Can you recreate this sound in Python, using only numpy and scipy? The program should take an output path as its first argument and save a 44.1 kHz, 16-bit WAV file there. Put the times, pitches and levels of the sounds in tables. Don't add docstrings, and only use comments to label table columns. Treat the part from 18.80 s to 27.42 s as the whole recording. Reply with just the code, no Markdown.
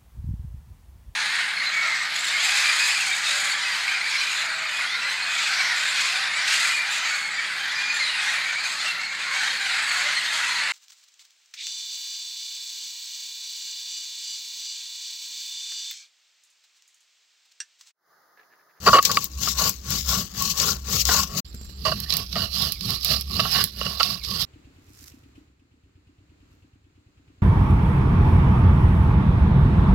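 import sys
import numpy as np
from scipy import signal
from scipy.fft import rfft, irfft
from scipy.io import wavfile

SR = 44100
rng = np.random.default_rng(int(sys.argv[2]) if len(sys.argv) > 2 else 0)


def generate_wav(sig):
    pcm = np.round(np.clip(np.atleast_2d(sig).T, -1, 1) * 32767).astype(np.int16)
    wavfile.write(sys.argv[1], SR, pcm)


N = 380136
T = np.arange(N) / SR
BREAK_S, RESUME_S, STOP_S = 2.605, 2.646, 5.652
CUTOFF_HZ = 16000

# frequency in Hz, relative level in dB.
AIR_SPECTRUM = [(25, -19), (65, 3.5), (130, -3.5), (200, -9.5), (300, -7.5), (560, -22), (900, -24.5),
                (1250, -22.5), (1900, -25), (2600, -24.5), (3300, -29.5), (4200, -27), (5800, -36),
                (7200, -29.5), (9200, -45), (16000, -45)]
# time in seconds, level in dB.
AIR_ENVELOPE = [(0, -50.5), (5.7, -56.5), (6.6, -58.5), (6.75, -66), (7.4, -63), (7.7, -59.5), (8.0, -64.5),
                (8.62, -61)]
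# time in seconds, level in dB.
HUM_ENVELOPE = [(0, -46), (0.6, -46), (2.3, -38), (2.85, -38), (3.5, -38.5), (4.6, -39), (4.9, -47),
                (5.65, -39)]
# start in seconds,
# length in seconds, then grit hiss, stone ring and ground rumble in dB.
ROLLER_STROKES_A = [(0.08, 0.091, -23, -34, -29), (0.24, 0.135, -26.5, -37, -37.5),
                    (0.632, 0.088, -23, -40.5, -35.5), (0.786, 0.087, -21, -30, -34),
                    (1.106, 0.097, -24.5, -40, -33.5), (1.288, 0.11, -22, -35, -33.5),
                    (1.601, 0.12, -24, -40.5, -35.5), (1.776, 0.13, -21.5, -33, -35),
                    (2.119, 0.097, -21, -37.5, -32.5), (2.282, 0.119, -18.5, -32, -33.5),
                    (2.576, 0.14, -24.5, -36.5, -31.5)]
ROLLER_STROKES_B = [(3.061, 0.17, -32.5, -50.5, -35), (3.312, 0.083, -26, -37.5, -36),
                    (3.568, 0.086, -27, -38, -33), (3.762, 0.1, -21, -35.5, -34.5),
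                    (4.06, 0.094, -25.5, -42, -31.5), (4.262, 0.088, -21, -36.5, -34.5),
                    (4.546, 0.13, -26, -38, -31.5), (4.72, 0.093, -20.5, -34, -33.5),
                    (5.009, 0.13, -29, -40, -38), (5.215, 0.11, -25, -41, -38.5),
                    (5.507, 0.15, -26.5, -41.5, -38.5)]
# hiss attack and release in dB per second,
# then the fractions of the stroke at which ring and rumble peak.
STROKE_SHAPES_A = [(280, 629.5, 0.24, 0.3), (390, 252, 0.59, .8)]
STROKE_SHAPES_B = [(193.2, 200, 0.55, 0.36), (256, 213, 0.65, 0.8)]
# frequency in Hz, width in Hz, left and right gain in dB at A,
# left and right gain in dB at B.
STONE_MODES = [(459.7, 120, -14.5, -12, -11.5, -17), (647, 90, -16, -11.5, -5, -8),
               (747, 130, -16.5, -14, -10, -13.5), (1112.5, 50, 2, 2.5, -8.5, 7),
               (1185, 180, -8.5, -11, -8, -3.5), (1380, 79, -8, -10.5, -9.5, -5),
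               (1790, 340, -17.5, -18.5, -17, -11), (2695, 40, -9.5, -18.5, -16.5, 1.5),
               (2905, 85, -11, -16.5, -15.5, 2.5), (4610, 170, -6.5, -23, -27, 3.5),
               (7370, 500, -27.5, -35.5, -52, -40.5)]
# start in seconds, length in seconds, level in dB,
# contact pitch in Hz.
STONE_CATCHES = [(0.062, 0.013, -12.5, 1076), (0.073, 0.021, -11, 1090), (0.131, 0.0088, -8, 1300),
                 (0.142, 0.033, -11.5, 1120), (0.1844, 0.011, -12, 1200), (0.295, 0.02, -25, 1366),
                 (0.3713, 0.0027, -13, 2170), (0.672, 0.0069, -25.5, 1200), (1.61, 0.011, -30.5, 1100),
                 (2.289, 0.011, -21.5, 1510), (2.307, 0.021, -25, 1400), (3.052, 0.048, -21, 633),
                 (3.117, 0.011, -22.5, 1140), (3.556, 0.023, -26.5, 600), (4.594, 0.014, -20.4, 1360),
                 (4.649, 0.0087, -26, 1340), (5.012, 0.0031, -25, 1330), (5.063, 0.0042, -26.5, 1290),
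                 (5.199, 0.016, -17.5, 1330)]
# frequency in Hz, relative left and right level in dB.
GRIT_SPECTRUM_A = [(301, -42.5, -44), (1510, -27, -28), (2134, -16, -15.5), (2800, -9.5, -19.5),
                   (3320, -9.5, -16.5), (4294, -2, -17.5), (6740, -2.14, -16), (8100, -10.5, -19),
                   (8500, -31.5, -20), (9530, -24, -24), (12300, -10, -26.5), (15610, -9.5, -26.5)]
GRIT_SPECTRUM_B = [(298.2, -30.5, -52), (1480, -28.5, -34.5), (2364, -21, -15.5), (2830, -22.5, -14.5),
                   (3770, -24, -6), (3970, -31, -0.7), (5130, -19.5, -2), (6200, -28.5, -16.5),
                   (7460, -21, -34), (9420, -34.5, -25.5), (11850, -28.5, -13), (15500, -37, -22)]
# frequency in Hz, relative level in dB.
RUMBLE_SPECTRUM = [(30, -34.5), (50, -11.5), (80, -2), (130, -2), (195, 0), (235, -10), (290, -20),
                   (400, -18), (800, -51)]
# start in seconds, length in seconds, hiss level in dB.
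SPICE_CLUMPS = [(0.13, 0.01, -22), (0.256, 0.015, -32), (0.404, 0.053, -32), (1.198, 0.05, -30.5),
                (1.7, 0.02, -22), (2.194, 0.026, -20), (3.057, 0.078, -28.5), (3.911, 0.019, -32),
                (4.607, 0.005, -24.5), (5.435, .022, -29), (5.598, 0.036, -23.5)]
# start in seconds, level in dB, brightness in dB.
SEED_CRACKS = [(0.227, -18, 9), (0.2507, -11, 1), (0.252, -11.5, -3), (0.315, -16, 0), (0.4426, -14, 23),
               (0.634, -23, -7), (0.8395, -18, -8), (0.8918, -20, 15), (0.895, -15.5, 13), (1.105, -21, 12),
               (1.6222, -14.5, 13), (1.7992, -15, -8), (2.253, -16, 1), (3.2021, -23.5, 16),
               (3.3038, -17.5, -19), (3.3245, -17.5, -24), (3.3384, -20, 1), (3.3685, -14.5, 9),
               (3.528, -24.5, -24), (3.9214, -18, 8.5), (4.0089, -27.5, -8), (4.105, -21, -3),
               (4.247, -16, 5), (4.41, -24, 1), (4.6, -15, -25), (4.8398, -11, 13), (5.2309, -14, -23),
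               (5.437, -28, -23), (5.448, -25, -20), (5.6192, -23, -5)]
# time in seconds, level in dB.
WHISTLE_ENVELOPE = [(2.65, -60), (2.69, -46), (2.735, -60), (2.77, -44), (2.88, -47), (2.98, -53),
                    (3.02, -85)]
# start in seconds, level in dB.
ROLLER_NUDGES = [(2.744, -32.5), (2.813, -39), (2.847, -38), (2.895, -40)]
# frequency in Hz, relative level in dB.
WET_SPECTRUM = [(700, -26), (1300, -6), (1900, -4), (3000, -8.5), (5500, 1.5), (7500, -2), (9500, -8),
                (13000, -2), (16000, -11)]
# start in seconds, length in seconds,
# first and last pitch in Hz, level in dB.
PASTE_SQUELCHES = [(3.244, 0.06, 1700, 2050, -49), (3.924, 0.066, 2700, 2070, -49),
                   (5.385, 0.048, 2700, 2090, -49)]
# time in seconds, firings per second.
FIRING_RATE = [(5.735, 9.0), (6.2, 8.36), (7.0, 8.31), (7.55, 9.18), (8.25, 8.99), (8.6, 10.12)]
# time in seconds, exhaust thump in dB, silencer ring in dB.
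ENGINE_ENVELOPE = [(5.7, -50.5, -51), (6.57, -54, -50), (6.7, -61.5, -62), (7.15, -52.5, -56),
                   (8.15, -55, -58.5), (8.6, -54, -58.5)]
# peak time in seconds, rise and fall in dB per second, level in dB.
HAND_WIPES = [(6.22, 99, 108, -50), (6.228, 600, 700, -49), (6.278, 1200, 500, -45.5),
              (6.58, 251, 201, -74), (7.73, 242, 131, -72)]


def from_db(db):
    return 10 ** (np.asarray(db) / 20)


def unit_rms(x):
    return x / np.sqrt(np.mean(x ** 2) + 1e-20)


def envelope(rows):
    return from_db(np.interp(T, *np.transpose(rows)))


def during(start_s, end_s, ramp_s=0.004):
    return np.clip(np.minimum(T - start_s, end_s - T) / ramp_s, 0, 1)


def held_db(start_s, length_s, attack_db_per_s, release_db_per_s):
    early_s, late_s = np.maximum(start_s - T, 0), np.maximum(T - start_s - length_s, 0)
    return -attack_db_per_s * early_s - release_db_per_s * late_s


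def power_sum(curves_db):
    return np.sqrt(sum(from_db(np.maximum(curve, -200)) ** 2 for curve in curves_db))


def drift(rate_hz):
    points = rng.standard_normal(N // 8)
    return np.interp(T * rate_hz, np.arange(len(points)), points) * np.sqrt(3 / 2)


def delay(x, lag_s):
    return np.interp(T - lag_s, T, x)


def late_left(x, lag_s):
    return np.array([delay(x[0], lag_s), x[1]])


def cut(x, hz, kind):
    return signal.sosfilt(signal.butter(2, hz, kind, fs=SR, output="sos"), x + 1e-18)


def resonate(x, hz, width_hz):
    r = np.exp(-np.pi * width_hz / SR)
    feedback = [1, -2 * r * np.cos(2 * np.pi * hz / SR), r * r]
    return signal.lfilter(np.array([1, 0, -1]) * (1 - r * r) / 2, feedback, x + 1e-18)


def colour(x, spectrum):
    hz, *columns_db = np.transpose(spectrum)
    log_hz = np.log(np.maximum(np.fft.rfftfreq(4096, 1 / SR), 1))
    magnitude = from_db([np.interp(log_hz, np.log(hz), db) for db in columns_db])
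    cepstrum = irfft(np.log(magnitude))
    fold = 1 + np.sign(np.fft.fftfreq(cepstrum.shape[1]))
    response = irfft(np.exp(rfft(cepstrum * fold)))
    response /= np.sqrt(np.sum(response ** 2) / len(columns_db))
    return signal.fftconvolve(np.atleast_2d(x), response, axes=1)[:, :N]


def grains(per_s, spread_db, life_s):
    sizes = from_db(spread_db * np.minimum(rng.exponential(1, N), 5))
    born = rng.random(N) < per_s / SR
    power = signal.lfilter([1], [1, -np.exp(-2 / (life_s * SR))], born * sizes ** 2 / per_s + 1e-18)
    return unit_rms(np.sqrt(power) * rng.standard_normal((2, N)))


def air(wide_above_hz=400, side_db=1.0):
    mid, side = colour(rng.standard_normal((2, N)), AIR_SPECTRUM)
    side = from_db(side_db) * cut(side, wide_above_hz, "high")
    return envelope(AIR_ENVELOPE) * (mid + side * [[1], [-1]])


def hum(tone_hz=64.6, waver_hz=2.5, tone_db=-1, flutter_db=6, drone_hz=52, drone_db=-8):
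    phase = 2 * np.pi * np.cumsum(tone_hz + waver_hz * drift(16)) / SR
    tone = from_db(tone_db - flutter_db * drift(14)) * np.sqrt(2) * np.sin(phase)
    noise = rng.standard_normal(N) + 0.54 * rng.standard_normal((2, N))
    drone = unit_rms(cut(resonate(noise, drone_hz, width_hz=25), 2 * drone_hz, "low"))
    return envelope(HUM_ENVELOPE) * (tone + from_db(drone_db) * drone)


def stone_ring(force, position, sway_db=3.5, sway_hz=10):
    out, steps = 0, sway_hz * T[:force.shape[-1]]
    for k, (hz, width_hz, *levels_db) in enumerate(STONE_MODES):
        sides = from_db(np.reshape(levels_db, (2, 2))[position])
        sway = from_db(sway_db * rng.standard_normal(int(steps[-1]) + 2))
        coupling = np.interp(steps, np.arange(len(sway)), sway)
        out = out + (-1) ** k * sides[:, None] * resonate(force * coupling, hz, width_hz)
    return out


def judders(position, slips_per_s=900, first_slip=2.3, contact_db=8, click_db=-16):
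    out, size = np.zeros((2, N)), SR // 8
    t = T[:size]
    for start_s, length_s, db, hz in STONE_CATCHES:
        slips = rng.standard_normal(size) * (0.28 + (rng.random(size) < slips_per_s / SR))
        force = slips * np.exp(-(t / length_s) ** 4)
        force[0] = first_slip
        contact = from_db(contact_db) * resonate(force, hz, 0.071 * hz)
        sound = stone_ring(1.1 * force + contact, position) + from_db(click_db) * contact
        rms = np.sqrt(np.mean(sound[:, t < length_s + 0.008] ** 2))
        out[:, round(start_s * SR):][:, :size] += sound * from_db(db) / rms
    return out


def stalls(strokes, dip_db=4, width_s=0.013, gap_share=0.37):
    dips = 0
    for (start_s, length_s, *_), (pull_s, *_) in zip(strokes[::2], strokes[1::2]):
        end_s = start_s + length_s
        stall_s = end_s + gap_share * (pull_s - end_s)
        dips = dips + np.exp(-((T - stall_s) / width_s) ** 2)
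    return from_db(-dip_db * dips)


def stroke_gains(strokes, shapes, ring_sag_db=5, rumble_sag_db=4.5, clump_db_per_s=1100):
    hiss, ring, rumble = [-49.5], [-71.5], [-57.5]  # dB, creeping between strokes
    for k, (start_s, length_s, hiss_db, ring_db, rumble_db) in enumerate(strokes):
        attack, release, ring_peak, rumble_peak = shapes[k % 2]
        travel = (T - start_s) / length_s
        hiss.append(hiss_db + held_db(start_s, length_s, attack, release))
        ring.append(ring_db - ring_sag_db * (2 * (travel - ring_peak)) ** 2)
        rumble.append(rumble_db - rumble_sag_db * (2 * (travel - rumble_peak)) ** 2)
    for start_s, length_s, db in SPICE_CLUMPS:
        hiss.append(db + held_db(start_s, length_s, clump_db_per_s, clump_db_per_s))
    return power_sum(hiss) * stalls(strokes), power_sum(ring), power_sum(rumble)


def crunch(per_s, tick_db=-4.5, tuned_db=-4, lowest_hz=2500, bands=4):
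    edges_hz = np.geomspace(lowest_hz, CUTOFF_HZ, bands + 1)
    out = from_db(tick_db) * grains(2 * per_s, spread_db=2.5, life_s=0.00051)
    for low_hz, high_hz in zip(edges_hz, edges_hz[1:]):
        band = signal.butter(2, [low_hz, high_hz], "band", fs=SR, output="sos")
        out += from_db(tuned_db) * signal.sosfilt(band, grains(per_s, spread_db=3.5, life_s=9 / low_hz))
    return out


def flank_echo(hiss, path_s=0.00052, wander_s=0.00016, echo_db=-9):
    lag_s = path_s + wander_s * drift(11)
    echo = np.array([delay(side, lag_s) for side in hiss])
    return (hiss + from_db(echo_db) * echo) / np.hypot(1, from_db(echo_db))


def grinding(strokes, shapes, grit_spectrum, position, hiss_db, ring_db, rumble_db):
    hiss, ring, rumble = stroke_gains(strokes, shapes)
    lumps = from_db(1.63 * drift(90))
    grains_per_s = 500 + 5000 * hiss / hiss.max()
    grit = flank_echo(colour(crunch(grains_per_s), grit_spectrum))
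    crush = from_db(hiss_db) * hiss * lumps * grit
    mid, side = lumps * grains(per_s=1400, spread_db=-0.5, life_s=0.0009)
    rub = unit_rms(stone_ring(mid + 0.22 * side * [[1], [-1]], position))
    ground = colour(rng.standard_normal(N), RUMBLE_SPECTRUM)
    ground = ground + 0.19 * colour(rng.standard_normal((2, N)), RUMBLE_SPECTRUM)
    body = from_db(ring_db) * ring * rub + from_db(rumble_db) * rumble * ground
    return crush + cracks(grit_spectrum) + late_left(body + judders(position), lag_s=0.00007)


def cracks(grit_spectrum, dull_s=0.0051, bright_s=0.0013, split_hz=7500, gain_db=2, treble_db=4.5):
    dull, bright, size = np.zeros(N), np.zeros(N), SR // 20
    t = T[:size]
    crumble = from_db(-19) * np.exp(-t / 0.015)
    dull_decay, bright_decay = np.exp(-t / dull_s) + crumble, np.exp(-t / bright_s) + crumble
    for start_s, db, bright_db in SEED_CRACKS:
        strength = from_db(db + gain_db) / np.hypot(1, from_db(bright_db))
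        dull[round(start_s * SR):][:size] += strength * dull_decay
        bright[round(start_s * SR):][:size] += strength * from_db(bright_db + treble_db) * bright_decay
    noise = colour(rng.standard_normal((2, N)), grit_spectrum)
    treble = cut(cut(noise, split_hz, "high"), split_hz, "high")
    return dull * unit_rms(cut(noise, split_hz, "low")) + bright * unit_rms(treble)


def whistle(hz=7380):
    band = resonate(rng.standard_normal((2, N)), hz, width_hz=130)
    tone = unit_rms(resonate(band, hz, width_hz=260))
    end_s = WHISTLE_ENVELOPE[-1][0]
    return envelope(WHISTLE_ENVELOPE) * tone * from_db([[-16], [-4]]) * (T < end_s)


def nudges(thud_s=0.012, tick_s=0.013, tick_db=-8):
    thud, tick = np.zeros((2, N))
    for start_s, db in ROLLER_NUDGES:
        onset, age_s = from_db(db) * (T >= start_s), np.abs(T - start_s)
        thud += onset * np.exp(-age_s / thud_s)
        tick += onset * np.exp(-age_s / tick_s)
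    wet_grit = colour(grains(per_s=1500, spread_db=-1, life_s=0.0006), WET_SPECTRUM)
    return thud * colour(rng.standard_normal(N), RUMBLE_SPECTRUM) + from_db(tick_db) * tick * wet_grit


def squelches(blur_hz=70, left_db=-7):
    out = np.zeros(N)
    for start_s, length_s, from_hz, to_hz, db in PASTE_SQUELCHES:
        size = int(length_s * SR)
        phase = 2 * np.pi * np.cumsum(np.linspace(from_hz, to_hz, size)) / SR
        rustle = unit_rms(cut(rng.standard_normal(SR // 8), blur_hz, "low")[-size:])
        swell = 2 * from_db(db) * np.sin(np.linspace(0, np.pi, size))
        out[round(start_s * SR):][:size] += swell * rustle * np.sin(phase)
    return out * from_db([[left_db], [0]])


def firings(thump_spread_db=0.2, ring_spread_db=1.9):
    running_s = T[T >= FIRING_RATE[0][0]]
    cycles = np.cumsum(np.interp(running_s, *np.transpose(FIRING_RATE))) / SR
    times_s = np.interp(np.arange(int(cycles[-1]) + 1), cycles, running_s)
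    envelope_s, thump_db, ring_db = np.transpose(ENGINE_ENVELOPE)
    chance = rng.standard_normal((len(times_s), 2))
    thumps_db = np.interp(times_s, envelope_s, thump_db) - thump_spread_db * chance[:, 0]
    rings_db = np.interp(times_s, envelope_s, ring_db) + ring_spread_db * chance[:, 1]
    return zip(times_s, thumps_db, rings_db)


def exhaust_puff(t, hz, swell_s, db):
    swell = np.sqrt(2) * from_db(db) * t / swell_s * np.exp(1 - t / swell_s)
    return swell * np.sin(2 * np.pi * hz * (1 + 0.028 * rng.standard_normal()) * t)


def engine(silencer_lag_s=0.023, clatter_s=0.023, clatter_hz=2650, clatter_db=-11):
    puffs, knocks, size = np.zeros(N + SR), np.zeros(N + SR), SR // 10
    t = T[:size]
    for start_s, thump_db, ring_db in firings():
        thump = exhaust_puff(t, hz=84, swell_s=0.0054, db=thump_db + 4)
        ring = exhaust_puff(t, hz=285, swell_s=0.0042, db=ring_db + 2)
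        puffs[round(start_s * SR):][:size] += thump
        puffs[round((start_s + silencer_lag_s) * SR):][:size] += ring
        knocks[round(start_s * SR):][:size] += from_db(ring_db + clatter_db) * np.exp(-t / clatter_s)
    exhaust = cut(puffs[:N], 38, "high")
    echoes = sum(delay(exhaust, lag_s) * from_db([[db + pan_db], [db - pan_db]])
                 for lag_s, db, pan_db in ((0.033, -7.5, 0.79), (0.062, -20, -2)))
    clatter = knocks[:N] * unit_rms(resonate(rng.standard_normal((2, N)), clatter_hz, width_hz=550))
    return late_left(exhaust + echoes + clatter, lag_s=-0.00038)


def wipe(left_db=-3, right_db=2):
    crackle = colour(grains(per_s=3700, spread_db=4.5, life_s=0.0011), WET_SPECTRUM)
    pressure = power_sum(db + held_db(peak_s, 0, rise, fall) for peak_s, rise, fall, db in HAND_WIPES)
    return pressure * crackle * from_db([[left_db], [right_db]])


def scene():
    first = grinding(ROLLER_STROKES_A, STROKE_SHAPES_A, GRIT_SPECTRUM_A,
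                     position=0, hiss_db=0.9, ring_db=4.0, rumble_db=1.0)
    second = grinding(ROLLER_STROKES_B, STROKE_SHAPES_B, GRIT_SPECTRUM_B,
                      position=1, hiss_db=-0.44, ring_db=8.0, rumble_db=1.1)
    outdoors, low_hum = air(), hum()
    second += nudges() + squelches() + whistle()
    return (during(0, BREAK_S) * (first + low_hum + outdoors)
            + during(RESUME_S, STOP_S) * (second + low_hum + outdoors)
            + during(STOP_S, np.inf) * (engine() + wipe() + outdoors))


def record(dry):
    return signal.sosfilt(signal.ellip(10, 0.1, 80, CUTOFF_HZ, fs=SR, output="sos"), np.tanh(dry))


dry = scene()
out = record(dry)
generate_wav(out)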